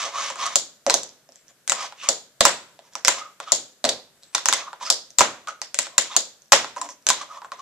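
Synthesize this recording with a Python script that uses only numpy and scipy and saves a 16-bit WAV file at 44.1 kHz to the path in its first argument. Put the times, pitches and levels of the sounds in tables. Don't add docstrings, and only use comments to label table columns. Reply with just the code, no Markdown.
import sys
import numpy as np
from scipy import signal
from scipy.fft import rfft, irfft, next_fast_len
from scipy.io import wavfile
from scipy.ndimage import map_coordinates

SR = 44100
rng = np.random.default_rng(int(sys.argv[2]) if len(sys.argv) > 2 else 0)


def pcm_store(signal):
    levels = np.round(np.clip(np.atleast_2d(signal), -1, 1) * 32767)
    wavfile.write(sys.argv[1], SR, levels.astype(np.int16).T)


def makeup_ratio(level_db):
    decades = np.asarray(level_db, float) / 20
    return 10 ** decades


N = 335601

# pitch_hz, width_hz, level_db
TABLE_MODES = [(245, 12, -3.5), (543.3, 26, 4), (629, 140, 3.5), (721, 277, 0.5)]


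def unit(x):
    return x / np.sqrt(np.mean(x ** 2) + 1e-20)


def peak(x, db):
    return makeup_ratio(db) * x / np.max(np.abs(x))


def along(points, hz):
    f, v = np.transpose(points)
    return np.interp(np.log(hz + 1), np.log(f + 1), v)


def filtered(x, response):
    m = next_fast_len(x.shape[-1] + 2048)
    spectrum = rfft(x, m) * response(np.fft.rfftfreq(m, 1 / SR))
    return irfft(spectrum, m)[..., :x.shape[-1]]


def resonances(modes):
    def response(f):
        total = 0
        for k, (hz, width_hz, db) in enumerate(modes):
            damping = 1j * f * width_hz
            total = total + (-1) ** k * makeup_ratio(db) * damping / (hz * hz - f * f + damping)
        return total
    return response


def wobble(rate_hz):
    knots = rng.standard_normal(int(N * rate_hz / SR) + 4)
    return map_coordinates(knots, [np.arange(N) * rate_hz / SR])


def contacts():
    # start_s, crack_db, crack_hz
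    pops = [
        (0.5571, 0, 7000),
        (2.0883, 0, 7050),
        (3.5201, 0, 7000),
        (4.9016, -0.5, 5045),
        (6.1649, 1, 6930),
    ]
    # start_s, crack_db, crack_hz, deck_db, table_db
    falls = [(0.8654, -10.5, 6070, -10.5, -5), (0.8984, -4, 4070, -5.5, -21),
             (0.9055, -10.5, 5700, -20, -15), (0.9415, -1, 5940, -29, -17), (2.4077, 2.5, 3690, -13, -16.5),
             (2.4094, -4, 3735, -10, -14), (2.4523, 5, 7870, -5.5, -24.5), (2.4648, -14.5, 7840, -11, -4),
             (3.842, -8, 4210, -16, -7), (3.8503, -7, 4650, -12.5, -12.5), (3.8535, -9, 4030, -15.5, -13),
             (3.8907, -8.5, 3820, -18, -16), (3.8933, -9.5, 4550, -20, -14.5),
             (5.1859, 5, 7330, -20.5, -28.5), (5.1938, -4, 3770, -16, -21), (5.2074, -0.5, 6290, -1, -11.5),
             (5.216, -7, 3200, 1, -18), (5.2327, -17, 5210, -9, -19.5), (6.5211, 5.5, 5550, -6, -22),
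             (6.5235, 0.5, 7200, -9.5, -22), (6.5307, 4.5, 3344, -4, -22.5)]
    # start_s, crack_db, crack_hz, deck_db
    wheels = [(1.6775, -11.5, 8100, -32), (1.697, -3.5, 7790, -30), (1.72, -4, 7160, -8),
              (2.9538, -15, 5800, -6), (3.0493, -3, 5490, -19), (3.0748, -7, 6260, -31),
              (3.0815, 4, 7260, -11.5), (4.349, -7, 5900, -8.5), (4.3511, -7.5, 3600, -8.5),
              (4.3809, -19.5, 5460, -3), (4.4574, -6, 5520, -8), (4.4866, -1, 6274, -11.5),
              (4.5268, -5, 3540, -5.5), (4.5364, -5.5, 6280, -34), (5.617, -16, 5090, -10),
              (5.7446, -11, 7580, -39), (5.789, -3, 7730, -18.5), (5.9803, -3, 7180, -19.5),
              (5.9814, -1.5, 7300, -15), (5.9822, -6.5, 3720, -8.5), (6.8151, -17.5, 7270, -10.5),
              (7.0682, -5.5, 6400, -17), (7.0884, -2, 7350, -22), (7.0945, -11, 6800, -35),
              (7.1019, -1, 3635, -9), (7.1045, -6.5, 6370, -12.5)]
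    # start_s, crack_db, crack_hz, deck_db
    taps = [(0.3019, -21.5, 7100, 0.5), (0.3575, -28.5, 7500, 1), (0.398, -41, 3400, -16),
            (1.9236, -35.5, 3170, 6), (2.041, -30.5, 3560, -4.5), (3.2203, -44.5, 3506, 4),
            (3.4015, -24, 3690, 3), (4.7308, -33.5, 3630, 8.5), (5.4736, -26, 3230, -8),
            (5.4847, -24.5, 6430, -8), (5.5075, -33.5, 3830, -5), (5.8683, -28, 4070, -0.5),
            (6.6449, -26, 3870, 6.5), (6.7635, -29, 9200, -4), (6.7706, -31.5, 6400, -3),
            (6.7802, -33.5, 5300, -1.5), (6.7868, -34, 5870, -10), (6.8896, -30.5, 6220, -16.5),
            (7.4186, -39, 3430, 9), (7.447, -45, 3360, 17), (7.5189, -27, 3830, 4)]
    # start_s,
    # crack_db, crack_hz
    ticks = [(0.4636, -16, 6180), (1.033, -18, 6540), (1.092, -34, 5300), (1.3217, -40, 5500),
             (1.3582, -35, 5780), (1.482, -39.5, 5970), (2.935, -38.5, 5440), (4.227, -43, 3850),
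             (4.2338, -33.5, 3940), (4.8658, -24, 5050), (5.1048, -33, 5860), (6.4204, -40.5, 6110),
             (6.4578, -49, 5850), (6.482, -52, 6000), (7.025, -47.5, 5700), (7.309, -52, 6800),
             (7.323, -50, 8500), (7.375, -45, 7600), (7.573, -49, 7700), (4.925, -12.5, 5200)]
    # start_s, crack_db, crack_hz
    pads = [
        (1.29, -44.5, 5540),
        (1.508, -55.5, 5500),
        (2.7913, -39, 3300),
    ]
    pop_db, tick_db, pad_db = (-18, -20.5, -28), (-31.5, -23.5, -28), (-11, 0, -12.5)
    wheel_db, tap_db = (-26, -16), (-13, -10)
    fall_knock_db, knock_per_deck = -7.5, 0.76
    rebound_s, rebound_db, rebound_hz = 0.0029, -7.5, 4540
    rows = [(*r, *pop_db) for r in pops]
    rows += [(s + rebound_s, db + rebound_db, rebound_hz, *tick_db) for s, db, _ in pops]
    rows += [(*r, *tick_db) for r in ticks]
    rows += [(*r, *pad_db) for r in pads]
    rows += [(*r, *wheel_db) for r in wheels]
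    rows += [(*r, *tap_db) for r in taps]
    rows += [(*r, fall_knock_db + knock_per_deck * r[-2]) for r in falls]
    return sorted(rows)


def ring(modes, blow, detune):
    struck = [(hz * (1 + detune * rng.normal()), w, db + 3.2 * rng.normal()) for hz, w, db in modes]
    return filtered(blow, resonances(struck))


def clacks(count=4):
    # pitch_hz, width_hz, level_db
    deck_modes = [(859, 120, 2), (1031.4, 75, 6.5), (1346, 150, 3)]
    # pitch_hz, width_hz, level_db
    knock_modes = [(1620, 100, -4), (1952, 60, -1.5), (2460, 460, -5)]
    # freq_hz, density_db (per Hz)
    crack_colour = [(1470, -23), (2500, -20.5), (2950, -12), (3500, -2.5), (4360, -2.5), (6240, 0),
                    (7100, 1.5), (8400, -8), (9490, -11.5), (10400, -13.5), (15500, -25)]
    t = np.arange(3072) / SR
    size = len(t)
    f = np.fft.rfftfreq(size, 1 / SR)
    fade = np.hanning(size * 2)[size:]
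    bodies = (deck_modes, TABLE_MODES, knock_modes)
    humps = [sum(makeup_ratio(2 * db) / (1 + ((f - hz) / (1.7 * w)) ** 2) ** 1.56 for hz, w, db in modes)
             for modes in bodies]
    direct, sends = np.zeros((2, N + size)), np.zeros((count, N + size))
    for k, (s, db, hz, deck_db, table_db, knock_db) in enumerate(contacts()):
        start = round(s * SR)
        noise = rng.standard_normal((3, size))
        noise[0, 4] += 5
        chatter_t60_s = 0.012 * makeup_ratio(0.092 * db)
        chatter = (noise[0] + 0.38 * noise[1:]) * makeup_ratio(-60 * t / chatter_t60_s)
        chatter *= 1 - np.exp(-t / 0.000048)
        tone = resonances([(hz, 700, 3.5 - 0.18 * db)])
        crack = filtered(chatter, lambda f: makeup_ratio(along(crack_colour, f)) * (1 + tone(f)))
        crack = peak(crack, db + 3.5)
        blow = (1 + 0.5 * rng.standard_normal(size)) * makeup_ratio(-60 * t / 0.0012)
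        levels_db = db + np.array([deck_db, table_db + 3.5, knock_db + 6.0])
        rings = [peak(ring(modes, blow, 0.033), level) for modes, level in zip(bodies, levels_db)]
        direct[:, start:start + size] += crack + sum(rings)
        crack_hump = (makeup_ratio(along(crack_colour, f)) * np.abs(1 + tone(f))) ** 2
        parts = zip(rings + [crack[0]], humps + [crack_hump])
        power = sum(np.sum(x ** 2) * p / p.mean() for x, p in parts)
        radiated = np.roll(irfft(np.sqrt(power)), 150) * fade
        sends[k % count, start:start + size] += makeup_ratio(0.024 * db) * radiated
    return direct[:, :N], sends[:, :N]


def strokes():
    # start_s, length_s, hum_db, grit_over_hum_db, hum_hz
    pushes = [(-0.07, 0.18, -30, 2.5, 1116), (0.115, .16, -27.5, -3, 1150), (0.19, .15, -34.5, 2.5, 1144),
              (0.07, .08, -42, -4, 1000), (0.3, .07, -41, -3, 1050), (0.35, .06, -34, -4, 1100),
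              (0.375, 0.14, -26.5, -1.5, 1147), (0.5, 0.057, -35, 1, 1125), (3.19, .15, -48, -19, 1232),
              (4.59, .135, -37, -16, 1171), (4.797, .066, -31, -3, 1000), (5.47, 0.043, -30, -8, 1213),
              (5.89, 0.12, -43.5, -18.5, 1077), (7.19, .07, -40.5, -26, 1000),
              (7.27, 0.092, -39, -10, 1203), (7.33, .07, -38, -11, 1084), (7.42, 0.053, -41, -15, 1050),
              (7.555, 0.1, -42, -8, 1096)]
    # start_s, length_s, hum_db, grit_over_hum_db, hum_hz
    coasts = [(1.69, 0.2, -32, -1.5, 1081), (2.785, .12, -61.5, 1.5, 950), (3.1, .12, -34, -2.5, 1090),
              (3.398, 0.056, -45.5, -0.5, 1072), (4.54, 0.082, -35.5, 2.5, 1110),
              (5.8, 0.08, -52.5, 14, 1210), (5.99, .11, -49, 9.5, 1096), (6.762, 0.031, -29.5, -17.5, 1036),
              (6.81, 0.065, -33.5, -13.5, 1020), (6.886, 0.052, -47.5, -19, 1020),
              (7.11, 0.14, -39, 0.5, 1074), (7.516, 0.034, -42, -6, 1040)]
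    # start_s, length_s, hum_db, grit_over_hum_db, hum_hz
    runs = [
        (1.955, 0.1, -55.5, 14, 1092),
        (2.015, .073, -31, -7, 1094),
        (3.45, .068, -33.5, -8.5, 1210),
        (4.845, 0.067, -31.5, -11.5, 1254),
        (6.085, 0.073, -33, -4, 1092),
    ]
    # start_s, length_s, hum_db, grit_over_hum_db, hum_hz
    slides = [
        (1.3, 0.15, -86.5, 25, 1100),
        (1.46, 0.069, -67, 8.6, 1092),
        (2.91, .045, -63, 7.5, 1016),
        (4.15, 0.2, -81, 18, 1019),
        (4.325, .03, -57.5, 4.1, 1044),
        (4.848, 0.045, -50.5, 18, 1212),
        (5.0, 0.11, -83, 12, 1204),
        (6.88, 0.045, -65.5, 12, 1018),
    ]
    # strokes, speed_peak (0-1 of stroke), rumble_over_hum_db, squeak_hz, squeak_over_grit_db
    kinds = ((pushes, 0.5, -11, 3700.5, -18), (coasts, 0.73, -7.5, 5298.5, -10.5),
             (runs, 1.05, -15.5, 2848, -15.5), (slides, 0.55, 0.5, 7199.5, -2))
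    hum_power, grit_power, rumble_power = 1.3, 1.19, 0.91
    t = np.arange(N) / SR
    levels, pitches = np.zeros((4, N)), []
    for rows, top, rumble_db, squeak_hz, squeak_db in kinds:
        for s, length, db, grit_db, hum_hz in rows:
            on = slice(max(round(s * SR), 0), round((s + length) * SR))
            phase = np.interp(t[on], [s, s + top * length, s + length], [0, 1, 2])
            speed = np.abs(np.sin(np.pi / 2 * phase))
            hum = makeup_ratio(db) * speed ** hum_power
            rumble = makeup_ratio(db + rumble_db) * speed ** rumble_power
            grit = makeup_ratio(db + grit_db) * speed ** grit_power
            levels[:, on] += [hum, rumble, grit, makeup_ratio(squeak_db) * grit]
            pitches += [(s + length * part, hum_hz, squeak_hz) for part in (1 / 4, 3 / 4)]
    s, hum_hz, squeak_hz = np.transpose(sorted(pitches))
    return levels, np.interp(t, s, hum_hz), np.interp(t, s, squeak_hz)


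def narrow(hz, width_hz, grains):
    slow = filtered(grains, lambda f: 1 / (1 + (2 * f / width_hz) ** 2))
    turn = 2 * np.pi * np.cumsum(hz) / SR
    return unit(slow[0] * np.cos(turn) + slow[1] * np.sin(turn))


def rolling():
    # freq_hz, density_db (per Hz)
    grit_colour = [(880, -17.5), (1500, -6.5), (2080, -5), (2860, -9.5), (3340, -6.5), (4680, -10.5),
                   (6300, -5.5), (9000, -23.5), (13600, -39), (14600, -43.5), (15000, -79)]
    (hum_on, rumble_on, hiss_on, squeak_on), hum_hz, squeak_hz = strokes()
    blobs = makeup_ratio(2.5 * wobble(40))
    bumps = makeup_ratio(1.3 * wobble(60) + 2.0 * wobble(280))
    grains = rng.standard_normal((8, N)) * bumps
    hum = narrow(hum_hz * (1 + 0.03 * wobble(25)), 260, grains[4:6] * blobs)
    rumble = filtered(grains[1], lambda f: resonances(TABLE_MODES)(f) * (1j * f / (400 + 1j * f)) ** 2)
    hiss = filtered(grains[0] + 0.087 * grains[2:4], lambda f: makeup_ratio(along(grit_colour, f)))
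    squeak = narrow(squeak_hz * (1 + 0.077 * wobble(15)), 360, grains[6:])
    body = hum_on * hum + rumble_on * unit(rumble)
    treble = hiss_on * unit(hiss) + squeak_on * squeak
    return makeup_ratio(-3.0) * body + makeup_ratio(-2.02) * treble


def deck_notes():
    # start_s, peak_db, pitch_hz
    free_rings = [(0.302, -34.5, 1145), (3.212, -24.5, 1235), (3.267, -38, 1196), (3.512, -27, 1200),
                  (4.61, -35, 1145), (4.624, -35, 1160), (4.682, -33.5, 1115), (6.766, -18, 1015),
                  (6.8147, -15.5, 1023), (6.887, -28, 1010), (7.102, -11, 1008), (0.899, -14, 1000),
                  (2.454, -10, 985), (4.536, -20, 1050), (6.523, -10, 960), (7.324, -31, 1003),
                  (7.348, -40, 1160), (7.445, -27, 1060), (7.52, -23, 1052)]
    # start_s, peak_db, pitch_hz
    crumbs = [(0.019, -25.5, 1320), (0.151, -31, 1090), (0.173, -28.5, 1190), (0.235, -27.5, 1100),
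              (0.265, -28, 1150), (0.41, -27, 1150), (0.448, -23, 1120), (0.478, -28, 1150),
              (7.3, -36, 1250), (7.358, -33, 1100), (7.421, -31, 1000), (7.6, -32, 1100),
              (0.042, -29.5, 1090), (0.188, -29, 1250), (0.21, -26.5, 1130), (0.394, -25, 1090),
              (0.435, -25, 1120), (0.462, -27.5, 1150), (2.03, -31, 1130), (2.05, -30, 1080),
              (4.812, -30, 900), (4.831, -27.5, 1200), (6.11, -33.5, 1150), (6.128, -31.5, 1060),
              (7.385, -30, 1150), (7.59, -34, 1100)]
    attack_s, free_t60_s, crumb_t60_s = 0.0022, 0.05, 0.039
    t, out = np.arange(SR // 8) / SR, np.zeros(N + SR)
    for rows, t60_s in ((free_rings, free_t60_s), (crumbs, crumb_t60_s)):
        for s, db, hz in rows:
            envelope = makeup_ratio(db - 60 * t / t60_s) * (1 - np.exp(-t / attack_s))
            out[round(s * SR):][:len(t)] += envelope * np.sin(2 * np.pi * hz * t)
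    return out[:N]


def rasps():
    # start_s, length_s, level_db, pitch_hz, width_hz
    swells = [(0.38, .11, -33, 1130, 260), (0.17, .11, -35, 1150, 300), (0.03, .07, -36, 620, 250),
              (6.811, .012, -36, 5500, 700), (6.76, .17, -54, 285, 60), (4.6, .045, -40, 1200, 350),
              (4.665, .04, -41, 1200, 300), (3.2, .09, -44, 1230, 250), (3.845, .09, -52, 150, 80),
              (1.69, .1, -52, 220, 80), (0.175, .08, -38.5, 6300, 900), (0.394, .08, -40, 3700, 400),
              (0.43, .05, -38.5, 6200, 900), (1.978, .085, -43.5, 2800, 501), (1.984, .06, -47, 3500, 500),
              (2.037, .045, -43, 2300, 500), (2.033, .03, -45.5, 7000, 1800), (3.407, .06, -54, 3600, 300),
              (3.465, .05, -44.5, 3300, 1200), (4.815, .04, -46, 3750, 300), (4.821, .025, -38, 5800, 1800),
              (4.844, .045, -34.5, 5000, 700), (6.092, .055, -42.5, 3500, 500),
              (6.775, .03, -47.5, 5900, 1800), (6.813, .07, -48.5, 6500, 2500),
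              (6.881, .05, -42.5, 6000, 1800), (7.435, .03, -58, 7400, 1200)]
    out = np.zeros(N)
    grains = rng.standard_normal(N) * makeup_ratio(3.2 * wobble(150))
    for s, length, db, hz, width_hz in swells:
        on = slice(round(s * SR), round((s + length) * SR))
        mode = resonances([(hz, width_hz, 0)])
        band = unit(filtered(grains[on], lambda f: mode(f) ** 2))
        out[on] += makeup_ratio(db) * band * np.sqrt(np.hanning(len(band)))
    return out


def thumps():
    # start_s, level_db, left_share, right_share
    blows = [
        (0.868, -40.5, .7, 0.52),
        (2.408, -21.5, -1, -.3),
        (2.455, -30.5, -1, 0.23),
        (3.081, -39.5, 1, .4),
        (3.845, -41, .7, .7),
        (5.208, -41.5, .7, -.3),
        (6.522, -28.5, -.6, 1),
        (6.531, -35, .8, -.3),
    ]
    shove_s = 0.0019
    t, out = np.arange(2048) / SR / shove_s, np.zeros((2, N))
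    push = t * np.exp(1 - t) * (1 - 0.25 * t)
    for s, db, left, right in blows:
        out[:, round(s * SR):][:, :len(t)] += makeup_ratio(db) * np.outer([left, right], push)
    return out


def walls(x):
    # delay_s, left_lag_s, level_db
    echoes = [
        (.0072, 0.000091, -10.5),
        (0.0124, 0.013, -33),
        (0.017, 0.026, -18),
        (0.023, 0.034, -18),
    ]
    side = np.array([[0.5], [-0.5]])

    def response(f):
        paths = sum(makeup_ratio(db) * np.exp(-2j * np.pi * f * (s + side * lag)) for s, lag, db in echoes)
        return 1 + paths / (1 + (f / 11000) ** 6)
    return filtered(x, response)


def diffuse(pair):
    # freq_hz, left_right_likeness (0-1)
    likeness = [(60, 0.3), (300, 0.94), (700, 0.93), (1500, 0.54), (3000, 0.056), (7000, .05)]

    def blend(f):
        turn = np.arccos(np.clip(along(likeness, f), -1, 1)) / 2
        return np.array([np.cos(turn), np.sin(turn)])
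    mid, side = filtered(pair, blend)
    return np.array([mid + side, mid - side])


def room(x):
    # freq_hz, t60_s
    decay = [(150, 0.54), (500, 0.25), (1000, 0.29), (3000, 0.28), (7000, 0.23), (12000, 0.22)]
    # freq_hz, level_db
    colour = [(150, 1), (380, 3.5), (520, 7), (1000, -2.5), (3000, 5.5), (7000, 1), (12000, -4),
              (14200, -2.5), (14500, -29.5)]
    hz, t, z = signal.stft(rng.standard_normal((2, SR * 3 // 5)), SR, nperseg=256)
    z = z * makeup_ratio(along(colour, hz)[:, None])
    fall_db = -60 * t / along(decay, hz)[:, None]
    z = z * (makeup_ratio(fall_db) + makeup_ratio(-21.0 + 0.4 * fall_db))
    tail = diffuse(signal.istft(z, SR, nperseg=256)[1])
    tail = tail * np.clip(np.arange(tail.shape[1]) / SR / 0.001, 0, 1)
    tail = makeup_ratio(-8.0) * tail / np.linalg.norm(tail[0])
    return signal.fftconvolve(x[None], tail, axes=1)[:, :N]


def hush():
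    # freq_hz, density_db (per Hz)
    colour = [(15, -42), (25, -8), (65, -23), (140, -2), (319, -8), (604, -4.5), (853, -13), (1700, -8),
              (2050, -13), (3770, -13), (7120, -13), (9290, -17), (14200, -17.5)]
    level_db, top_hz = -62.5, 14150
    noise = filtered(rng.standard_normal((2, N)), lambda f: makeup_ratio(along(colour, f)) * (f < top_hz))
    return makeup_ratio(level_db + 0.7 * wobble(24)) * unit(diffuse(noise))


def scene():
    wheels = rolling() + deck_notes() + rasps()
    direct, sends = clacks()
    sends[0] += makeup_ratio(-1.5) * wheels.mean(axis=0)
    near = walls(direct + wheels) + sum(room(send) for send in sends)
    return filtered(near, lambda f: 1j * f / (450 + 1j * f)) + hush() + thumps()


def roll_off(x):
    return signal.sosfilt(signal.butter(12, 15000, fs=SR, output="sos"), x)


def record(dry):
    # freq_hz, left_minus_right_db
    port_colour = [(60, 2.5), (200, 1), (700, -1.5), (2380, 0), (4400, -2), (6400, -5.5), (7400, 11.5),
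                   (8600, 8.5), (15000, 6.5)]
    air_hz, air_db, lag_samples = 14300, -6, 1.29
    side = np.array([[0.5], [-0.5]])

    def response(f):
        colour = makeup_ratio(side * along(port_colour, f) + air_db * (f > air_hz))
        return colour * np.exp(-2j * np.pi * f * side * lag_samples / SR)
    ports = filtered(dry, response)
    clipped = ports / (1 + np.abs(ports / 0.99) ** 12) ** (1 / 12)
    return roll_off(clipped)


dry = scene()
out = record(dry)
pcm_store(out)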